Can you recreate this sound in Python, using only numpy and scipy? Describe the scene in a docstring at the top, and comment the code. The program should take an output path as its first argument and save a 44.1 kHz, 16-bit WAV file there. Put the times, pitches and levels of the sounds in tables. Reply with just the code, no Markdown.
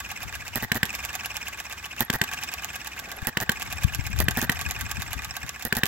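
"""A concrete yard, a stereo microphone close to a miniature hit-and-miss petrol engine on a wooden box.
The engine coasts with its exhaust valve held open, ticking and puffing as the flywheels slow. Five
times it gulps air through a fluttering intake valve, fires twice and picks up speed. The box knocks
along and scrapes once on the concrete. A breeze buffets the microphone, mostly on the left."""
import sys
import numpy as np
from scipy import signal
from scipy.fft import rfft, irfft, next_fast_len
from scipy.io import wavfile
from scipy.ndimage import uniform_filter1d, map_coordinates

SR = 44100
rng = np.random.default_rng(int(sys.argv[2]) if len(sys.argv) > 2 else 0)


def waveform_to_disk(signal):
    """Save audio, clipped to [-1, 1], as 16-bit WAV at the path in sys.argv[1]."""
    frames = np.transpose(np.atleast_2d(signal))
    scaled = np.clip(frames, -1, 1) * 32767
    samples = np.round(scaled).astype(np.int16)
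    wavfile.write(sys.argv[1], SR, samples)


N = 258993
TIME = np.arange(N) / SR
AGE = np.arange(SR // 8) / SR  # seconds since a blow

# Firings. Each row: exhaust opening in seconds, level in dB, new speed in cam cycles a second.
FIRINGS = [(0.7164, -14.5, 9.01), (0.8293, -14.5, 10.586), (2.0989, -16, 8.8), (2.2134, -14, 10.525),
           (3.3698, -16, 8.1), (3.492, -14, 10.044), (4.2824, -14.5, 9.69), (4.4944, -13.5, 10.805),
           (5.7241, -15.5, 9.6), (5.8325, -13.5, 10.96)]
# Openings of the intake valve. Each row: start in seconds, snap level in dB, gulp level in dB.
INTAKES = [(0.5567, -12, -20.5), (0.624, -19, -20.5), (0.7537, -17.5, -20), (2.0056, -5.5, -19),
           (2.1371, -15, -18.5), (3.2698, -9.5, -20.5), (3.4113, -17.5, -20.5), (4.2019, -6.5, -19.5),
           (4.3718, -11.5, -18), (4.4261, -14.5, -20), (5.6505, -12.5, -24.5), (5.7672, -10.5, -20.5)]
# The engine frame's modes. 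Each row: pitch in Hz, level in dB, time to fall 60 dB in seconds.
FRAME_MODES = [(469, -18.5, 0.044), (735, -10, 0.046), (844, -7, 0.031), (1135.4, -5, 0.074),
               (1228, -8, 0.067), (1560.5, 0, 0.047), (1659, 1, 0.044), (1744, 2, 0.031), (2023, -4, 0.048),
               (2924, -17, 0.036), (3520, -10, 0.069), (3815, -3.5, 0.04), (4550, -9, 0.058)]


def exhaust(pop_db=6, jet_db=-1, thump_db=-3, thump_hz=145, boom_db=-15, silencer_db=-6, burn_db=-19):
    """The charge burns and strains the frame; the valve lifts, the port pops, the gas roars and thumps."""
    # The silencer's modes. Each row: pitch in Hz, level in dB, ring time in seconds.
    silencer_modes = [(1550, 4, 0.03), (2060, -14, .014), (3040, 4, 0.013), (3960, -2, 0.0082),
                      (7610, -5.5, 0.062), (12900, -26, .02)]
    # The bright jet and its low boom. Each row: frequency in Hz, level in dB.
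    jet_spectrum = [(100, -7), (400, 7.5), (900, -42), (1600, 7), (2800, 4), (4300, 3.5), (6000, -1.5),
                    (7500, 1.5), (8700, -7.5), (10500, -4), (13000, 0), (16000, -1.5)]
    boom_spectrum = [(40, -16), (90, -20), (200, -21), (380, 16), (550, -2), (750, 7), (1100, 10),
                     (1600, 3.5), (2200, -56), (5000, -52)]
    tone, jet, boom = np.zeros((3, N))
    for s, db, _ in FIRINGS:
        burn_s, lift_s = s - .02, s + .000738
        add(tone, burn_s, amp(db + burn_db) * ring(FRAME_MODES, rise=.0062))
        pop = amp(pop_db) * chirp(start_hz=1850, end_hz=1700, glide_s=.004) * fade(t60=.013, rise=.00004)
        thump = -amp(thump_db) * np.sin(2 * np.pi * thump_hz * AGE) * swell(peak=.0033, steep=3.05)
        silencer = amp(silencer_db) * ring(silencer_modes, rise=.00077)
        add(tone, lift_s, amp(db) * (pop + thump + silencer))
        add(jet, lift_s, amp(db + jet_db) * (swell(peak=.0026, steep=4) + .16 * fade(t60=.06, rise=.003)))
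        add(boom, lift_s, amp(db + boom_db) * fade(t60=.087, rise=.0041))
    return tone + jet * noise(jet_spectrum) + boom * noise(boom_spectrum)


def intake(flutter_s=.0084, bounces=3, step_db=-2, snap_db=3, hiss_db=-6, push_hz=170, throat_db=3):
    """The spring-loaded valve snaps open, then flutters: a gulp at each bounce, a hiss in between."""
    # The valve's snap and the air hissing past it. Each row: frequency in Hz, level in dB.
    snap_spectrum = [(200, -6.5), (800, 2), (2000, -2.5), (4000, 0), (7500, -0.5), (8700, -4), (11000, 4.5),
                     (12700, 9), (16000, 1)]
    hiss_spectrum = [(200, 6), (800, 6), (2000, -3), (4000, -0.5), (7500, -0.5), (8700, -4.5), (10500, -4),
                     (12700, 7.5), (16000, 4)]
    tone, hiss, snap = np.zeros((3, N))
    push = amp(-4) * np.sin(2 * np.pi * push_hz * AGE) * fade(t60=.028, rise=.0002)
    for s, db, gulp_db in INTAKES:
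        add(snap, s, amp(db + snap_db) * fade(t60=.014, rise=.00078))
        add(tone, s, amp(gulp_db) * push)
        for k in range(bounces):
            bounce_s = s + .0065 + k * flutter_s + rng.normal(0, .00015)
            size = amp(gulp_db + k * step_db)
            throat = chirp(start_hz=1500, end_hz=1950, glide_s=.0012) * fade(t60=.013, rise=.0001)
            add(tone, bounce_s, -size * (amp(throat_db) * throat + push))
            if k < bounces - 1:
                add(hiss, bounce_s, size * amp(hiss_db) * swell(peak=.0043, steep=1.45))
    return tone + hiss * noise(hiss_spectrum) + snap * noise(snap_spectrum)


def valve_gear(angle, cycles, held, loaded_db=-10):
    """Pushrod, latch and timing gears knock at fixed cam angles, ringing the frame and a small spring."""
    # Knocks in every cycle. Each row: share of the cycle, then click, frame and gear levels in dB.
    contacts = [(.028, -9, -4, -5), (.315, -10, -12, -30), (.517, -6, -8, 0), (.545, -14, -1, -10),
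                (.778, 1, 0, -14), (.818, -3, -4, -22), (.985, -5, -6, -18)]
    # Gear and spring modes. Each row: pitch in Hz, level in dB, ring time in seconds.
    gear_modes = [(1687, 1.5, 0.049), (2471, 8, 0.029), (2520, -12, .02), (5510, 7.5, 0.017),
                  (7580, -1, 0.052), (7870, 4.5, 0.016)]
    spring_modes = [(11380, 5, 0.01), (11580, -1, 0.018), (12560, -18, .02)]
    # The spring's loudest pings. Each row: start in seconds, level in dB.
    pings = [(2.049, -26), (2.1864, -32), (3.1662, -26.5), (4.2418, -26), (5.682, -31)]
    # The click of metal on metal. Each row: frequency in Hz, level in dB.
    click_spectrum = [(200, -45), (500, -9.5), (800, -34), (2500, 0.5), (4500, -2), (6000, 2.5), (7600, 5),
                      (8700, -12), (10500, 0), (12600, 5), (14000, -5), (16000, -2.5)]
    clicks, metal = np.zeros((2, N))
    click = fade(t60=.0095, rise=.00015) + amp(-17) * fade(t60=.055, rise=.002)
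    for cycle, (s, tick_db, clatter_db) in enumerate(cycles):
        # the pushrod ticks and bounces once
        add(clicks, s, amp(tick_db - 1) * click)
        bounce_s = s + .0049 * rng.uniform(.49, 1.69)
        add(clicks, bounce_s, amp(tick_db - 12 + rng.normal(0, 2)) * fade(t60=.014, rise=.000086))
        add(metal, s, amp(clatter_db + 3) * ring(FRAME_MODES, rise=.006))
        *_, spring_db, _ = drift(s)
        for share in (.305, .83):
            add(metal, np.searchsorted(angle, cycle + share) / SR, amp(spring_db) * ring(spring_modes))
        for share, click_db, frame_db, gear_db in contacts:
            i = min(np.searchsorted(angle, cycle + share + rng.normal(0, .004)), N - 1)
            # compression takes up the slack in the gears
            force = amp(clatter_db + loaded_db * (2 - held[i]) + rng.normal(0, 2.4))
            ringing = amp(frame_db + 1.5) * ring(FRAME_MODES) + amp(gear_db + 4) * ring(gear_modes)
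            add(clicks, i / SR, force * amp(click_db + 9.5) * click)
            add(metal, i / SR, force * ringing)
    for s, db in pings:
        add(metal, s, amp(db - 1) * ring(spring_modes))
    return clicks * rattle(rough_db=3.5, rate=2500) * noise(click_spectrum) + metal


def puffs(angle, pace_db, held, first_db=-2, rush_db=-2, eddy_hz=740, arch_hz=350, wander_hz=75):
    """Twice a cycle the piston pumps air through the open exhaust valve, which whistles hoarsely."""
    # Air rushing through the valve. Each row: frequency in Hz, level in dB.
    rush_spectrum = [(200, -13), (600, 1), (1200, 8), (2500, -15), (3500, -8.5), (5500, 5.5), (7500, 6),
                     (8600, -6.5), (11000, -3), (13000, -2), (16000, -5.5)]
    stroke = lambda centre: np.exp(-.5 * (((angle - centre + .5) % 1 - .5) / .049) ** 2)
    first, second = stroke(.433), stroke(.927)
    _, _, puff_db, _, whistle_hz = drift(TIME)
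    flow = held * amp(puff_db + pace_db) * (amp(first_db) * first + second)
    eddies = filtered(rng.standard_normal((2, N)), lambda hz: 1 / (1 + (hz / eddy_hz) ** 2) ** 2)
    # the whistle is highest in mid-stroke, where the air is fastest; unsteady air bends it
    pitch = whistle_hz - arch_hz * (1 - first - second) + wander_hz * wobble(rate=45)
    phase = 2 * np.pi * np.cumsum(pitch) / SR
    whistle = unit(eddies[0] * np.cos(phase) + eddies[1] * np.sin(phase))
    return flow * (whistle + amp(rush_db) * noise(rush_spectrum))


def wooden_box(angle, cycles, tick_db=-5, gear_db=-9, firing_db=-14, intake_db=-9):
    """The box under the engine knocks with the pushrod, gears, firings and intakes, and scrapes once."""
    # The box's modes. Each row: pitch in Hz, level in dB, ring time in seconds.
    box_modes = [(235.7, 2.5, 0.063), (341, -3.5, 0.047), (478, -6, 0.057), (745, -0.5, 0.038),
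                 (861, -3, 0.039)]
    # The box creeps on the concrete. Each row: time in seconds, level in dB.
    creep = [(2.95, -56), (3.03, -47.5), (3.14, -46), (3.22, -47), (3.28, -58)]
    # The gritty scrape. Each row: frequency in Hz, level in dB.
    grit_spectrum = [(300, -5), (600, -6), (780, 3), (1000, -21), (1200, -6), (1650, 2.5), (2300, -27),
                     (8000, -40)]
    upper_modes = box_modes[-2:]  # light knocks reach only these
    wood = np.zeros(N)
    for cycle, (s, _, clatter_db) in enumerate(cycles):
        add(wood, s, amp(clatter_db + tick_db) * ring(upper_modes, rise=.0012))
        gear_s = np.searchsorted(angle, cycle + .53) / SR
        add(wood, gear_s, amp(clatter_db + gear_db) * ring(upper_modes, rise=.0023))
    for s, db, _ in FIRINGS:
        add(wood, s, amp(db + firing_db) * ring(box_modes, rise=.0097))
    for s, _, gulp_db in INTAKES:
        add(wood, s, amp(gulp_db + intake_db) * ring(box_modes, rise=.002))
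    scrape = amp(np.interp(TIME, *np.transpose(creep), left=-120, right=-120))
    return wood + scrape * rattle(rough_db=4, rate=78) * noise(grit_spectrum)


def whirr(pace_db, held):
    """Bearings and flywheels whirr, louder at speed and while the engine coasts."""
    # The whirr. Each row: frequency in Hz, level in dB.
    spectrum = [(20, -22), (60, 18), (130, 6), (250, 4), (500, -5), (750, -2.5), (1150, 2.5), (1600, 8),
                (2500, 0), (4500, -4.5), (6500, -2), (7600, -2), (8600, -14), (12500, -8.5), (16000, -9)]
    return amp(-45 + pace_db + 3.5 * (held - .5)) * noise(spectrum)


def flywheels(slowing=3.05, lag_cycles=.26):
    """Times of the pushrod's ticks, one a cam cycle, as friction slows the flywheels between firings."""
    kicks = [(-.026, 9.19)] + [(s, speed) for s, _, speed in FIRINGS]  # already turning at the start
    ends = [s for s, _ in kicks[1:]] + [N / SR + .15]
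    ticks = []
    for (s, speed), end in zip(kicks, ends):
        # slowing is in cycles a second, per second; the first tick lags the exhaust opening
        cycles = np.arange(lag_cycles, speed * (end - s) - slowing * (end - s) ** 2 / 2)
        ticks.extend(s + (speed - np.sqrt(speed ** 2 - 2 * slowing * cycles)) / slowing)
    return np.array(ticks)


def cam(scatter_db=.38, faint_db=-18):
    """The cam turns once in two crank turns; the faster it runs, the louder the engine's knocks."""
    # Pushrod ticks that stay faint. Each entry: time in seconds.
    faint_ticks = [0.612, 3.258]
    pace_db = lambda speed: 9 * np.log2(speed / 9)  # 0 dB at 9 cycles a second
    ticks = flywheels()
    starts, speed = ticks[:-1], 1 / np.diff(ticks)
    tick_db, clatter_db = drift(starts)[:2] + scatter_db * rng.standard_normal((len(starts), 2)).T
    for s in faint_ticks:
        tick_db[np.argmin(abs(starts - s))] += faint_db
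    cycles = np.transpose([starts, tick_db + 1.5 * pace_db(speed), clatter_db + .85 * pace_db(speed)])
    angle = np.interp(TIME, ticks, np.arange(len(ticks)))  # in cycles
    return angle, pace_db(np.interp(TIME, ticks[1:], speed)), cycles


def exhaust_latch(settle_s=.029):
    """1 while the exhaust valve is held open, 0 from the last intake before a firing until just after."""
    held = np.ones(N)
    for s, _, _ in FIRINGS:
        closed_s = max(row[0] for row in INTAKES if row[0] < s)
        held[(TIME > closed_s) & (TIME < s + settle_s)] = 0
    return uniform_filter1d(held, SR // 200)


def drift(s):
    """The engine's slowly drifting levels and whistle pitch at s seconds."""
    # Each row: time in seconds, tick, clatter, puff and spring levels in dB, whistle's top pitch in Hz.
    course = [(0, -19.5, -32, -34.5, -51, 2475), (1.2, -17, -32, -33, -48, 2504),
              (2.4, -18.5, -31.5, -34.5, -50, 2636), (3.05, -17, -33, -37.5, -47, 2480),
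              (3.2, -14, -29, -42, -57, 2460), (3.55, -17.5, -31.5, -36.5, -39, 2460),
              (3.9, -14.5, -30, -34.5, -35, 2461), (4.701, -16.5, -30.5, -36.5, -36, 2473),
              (5.87, -15.5, -32, -37, -45, 2370)]
    times, *columns = np.transpose(course)
    return [np.interp(s, times, column) for column in columns]


def breeze(left_db=1, right_db=-13):
    """Gusts rumble on the microphone, mostly on the left; the hardest land as short, dull bumps."""
    # The breeze's strength. Each row: time in seconds, level in dB.
    strength = [(0, -54), (0.3, -43.5), (1.2, -56), (2.3, -66), (3.1, -66), (3.72, -36.5), (4.1, -33),
                (4.24, -21.5), (4.36, -37.5), (4.9, -37.5), (5.3, -40.5), (5.6, -57)]
    # The hardest gusts. Each row: start in seconds, level in dB, rise in seconds.
    gusts = [(0.25, -32, 0.015), (3.22, -26, 0.0056), (3.844, -16, 0.0089), (3.988, -19.5, 0.0072),
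             (4.095, -28, 0.01), (4.644, -29.5, 0.02), (4.805, -28.5, 0.024), (4.966, -29, 0.016),
             (5.145, -31.5, 0.019), (5.425, -32.5, 0.02)]
    # Wind rumble and bumps. Each row: frequency in Hz, level in dB.
    rumble_spectrum = [(20, -62), (31, -27), (42, -13), (58, -3.5), (90, -4), (150, -14.5), (250, -29),
                       (500, -40), (1500, -80)]
    bump_spectrum = [(20, -40), (40, -9), (65, 11.5), (150, -1.5), (260, -7), (400, -34), (800, -42),
                     (2000, -67)]
    air = lambda spectrum: unit(filtered(rng.standard_normal((2, N)), lambda hz: amp(along(spectrum, hz))))
    bumps = np.zeros(N)
    for s, db, rise in gusts:
        add(bumps, s, amp(db) * swell(peak=rise, steep=1.75))
    rumble = amp(np.interp(TIME, *np.transpose(strength))) * air(rumble_spectrum)
    return (rumble + bumps * air(bump_spectrum)) * amp([[left_db], [right_db]])


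def yard(x):
    """A short scatter from the ground and the things standing around."""
    # The yard's decay. Each row: frequency in Hz, time to fall 60 dB in seconds.
    decay = [(200, 0.057), (1500, 0.24), (12000, 0.063)]
    hz, t, bands = signal.stft(rng.standard_normal((2, SR // 4)), SR, nperseg=256)
    tail = signal.istft(bands * np.exp(-np.log(1000) * t / along(decay, hz)[:, None]), SR, nperseg=256)[1]
    return signal.fftconvolve(x, tail / np.linalg.norm(tail[0]), axes=1)[:, :N]


def microphone(x, lag_s=.000075):
    """The engine reaches the left side a moment later and duller than the right."""
    # The left side's tone. Each row: frequency in Hz, level over the right side in dB.
    left_tone = [(100, 1), (700, 2.5), (1800, -1), (2700, 2.5), (3800, 0.5), (5000, -6), (7000, -17),
                 (8600, -25), (10500, -15), (13000, -11.5), (15500, -7.5)]
    left = lambda hz: amp(along(left_tone, hz)) * np.exp(-2j * np.pi * hz * lag_s)
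    return filtered(x, lambda hz: np.array([left(hz), np.ones(len(hz))]))


def noise(spectrum):
    """Stereo noise of rms 1, alike in the bass and nearly unrelated in the treble."""
    # Likeness of left and right. Each row: frequency in Hz, correlation from 0 to 1.
    likeness = [(100, 1), (800, 0.73), (2000, 0.11), (4000, 0.39), (8000, 0.078)]
    spread = lambda hz: np.arccos(along(likeness, hz)) / 2
    response = lambda hz: amp(along(spectrum, hz)) * [np.cos(spread(hz)), np.sin(spread(hz))]
    mid, side = filtered(rng.standard_normal((2, N)), response)
    return unit(np.array([mid + side, mid - side]))


def ring(modes, rise=.00055):
    """A struck body; every blow shares its energy anew among the modes."""
    hz, db, t60 = np.transpose(modes)[:, :, None]
    size, detune, phase = rng.standard_normal((3, len(modes), 1))
    waves = np.sin(2 * np.pi * (hz * (1 + .006 * detune) * AGE + phase))
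    return (amp(db + 2.43 * size) * fade(t60, rise) * waves).sum(0)


def chirp(start_hz, end_hz, glide_s):
    """A gas resonance whose pitch settles as a valve moves, tuned a little differently each time."""
    phase = 2 * np.pi * np.cumsum(end_hz + (start_hz - end_hz) * np.exp(-AGE / glide_s)) / SR
    return np.sin(phase * (1 + rng.normal(0, .03)))


def fade(t60, rise):
    """Envelope of a blow: quick rise, then 60 dB of decay in t60 seconds."""
    return np.exp(-np.log(1000) * AGE / t60) * (1 - np.exp(-AGE / rise))


def swell(peak, steep):
    """Envelope of a gush that tops at 1 after peak seconds."""
    return (AGE / peak * np.exp(1 - AGE / peak)) ** steep


def rattle(rough_db, rate):
    """Random gain of rms 1 that breaks a rush into a flurry of tiny cracks."""
    knots = rng.standard_normal(int(N * rate / SR) + 4).clip(-2, 2)
    return unit(amp(rough_db * map_coordinates(knots, [TIME * rate], order=1)))


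def wobble(rate):
    """A smooth random curve, rate knots a second."""
    return map_coordinates(rng.standard_normal(int(N * rate / SR) + 4), [TIME * rate])


def amp(db):
    """Decibels to gain."""
    return 10 ** (np.asarray(db) / 20)


def unit(x):
    """Scale to rms 1."""
    return x / np.sqrt(np.mean(np.abs(x) ** 2) + 1e-20)


def along(points, hz):
    """Read (Hz, value) points on a log axis."""
    freqs, values = np.transpose(points)
    return np.interp(np.log(hz + 1), np.log(freqs), values)


def filtered(x, response):
    """Filter x by a response given as a function of Hz."""
    size = next_fast_len(N + SR // 4)
    return irfft(rfft(x, size) * response(np.fft.rfftfreq(size, 1 / SR)), size)[..., :N]


def add(track, s, sound):
    """Mix a sound into a track at s seconds."""
    start = max(round(s * SR), 0)
    part = track[start:start + len(sound)]
    part += sound[:len(part)]


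def scene(yard_db=-15):
    """The engine close up, the yard's faint scatter behind it and the breeze on the microphone."""
    angle, pace_db, cycles = cam()
    held = exhaust_latch()
    engine = valve_gear(angle, cycles, held) + puffs(angle, pace_db, held) + exhaust() + intake()
    engine += wooden_box(angle, cycles) + whirr(pace_db, held)
    return microphone(engine + amp(yard_db) * yard(engine)) + breeze()


def record(dry, top_hz=16050):
    """Nothing is heard above the band limit."""
    return filtered(dry, lambda hz: hz < top_hz)


dry = scene()
out = record(dry)
waveform_to_disk(out)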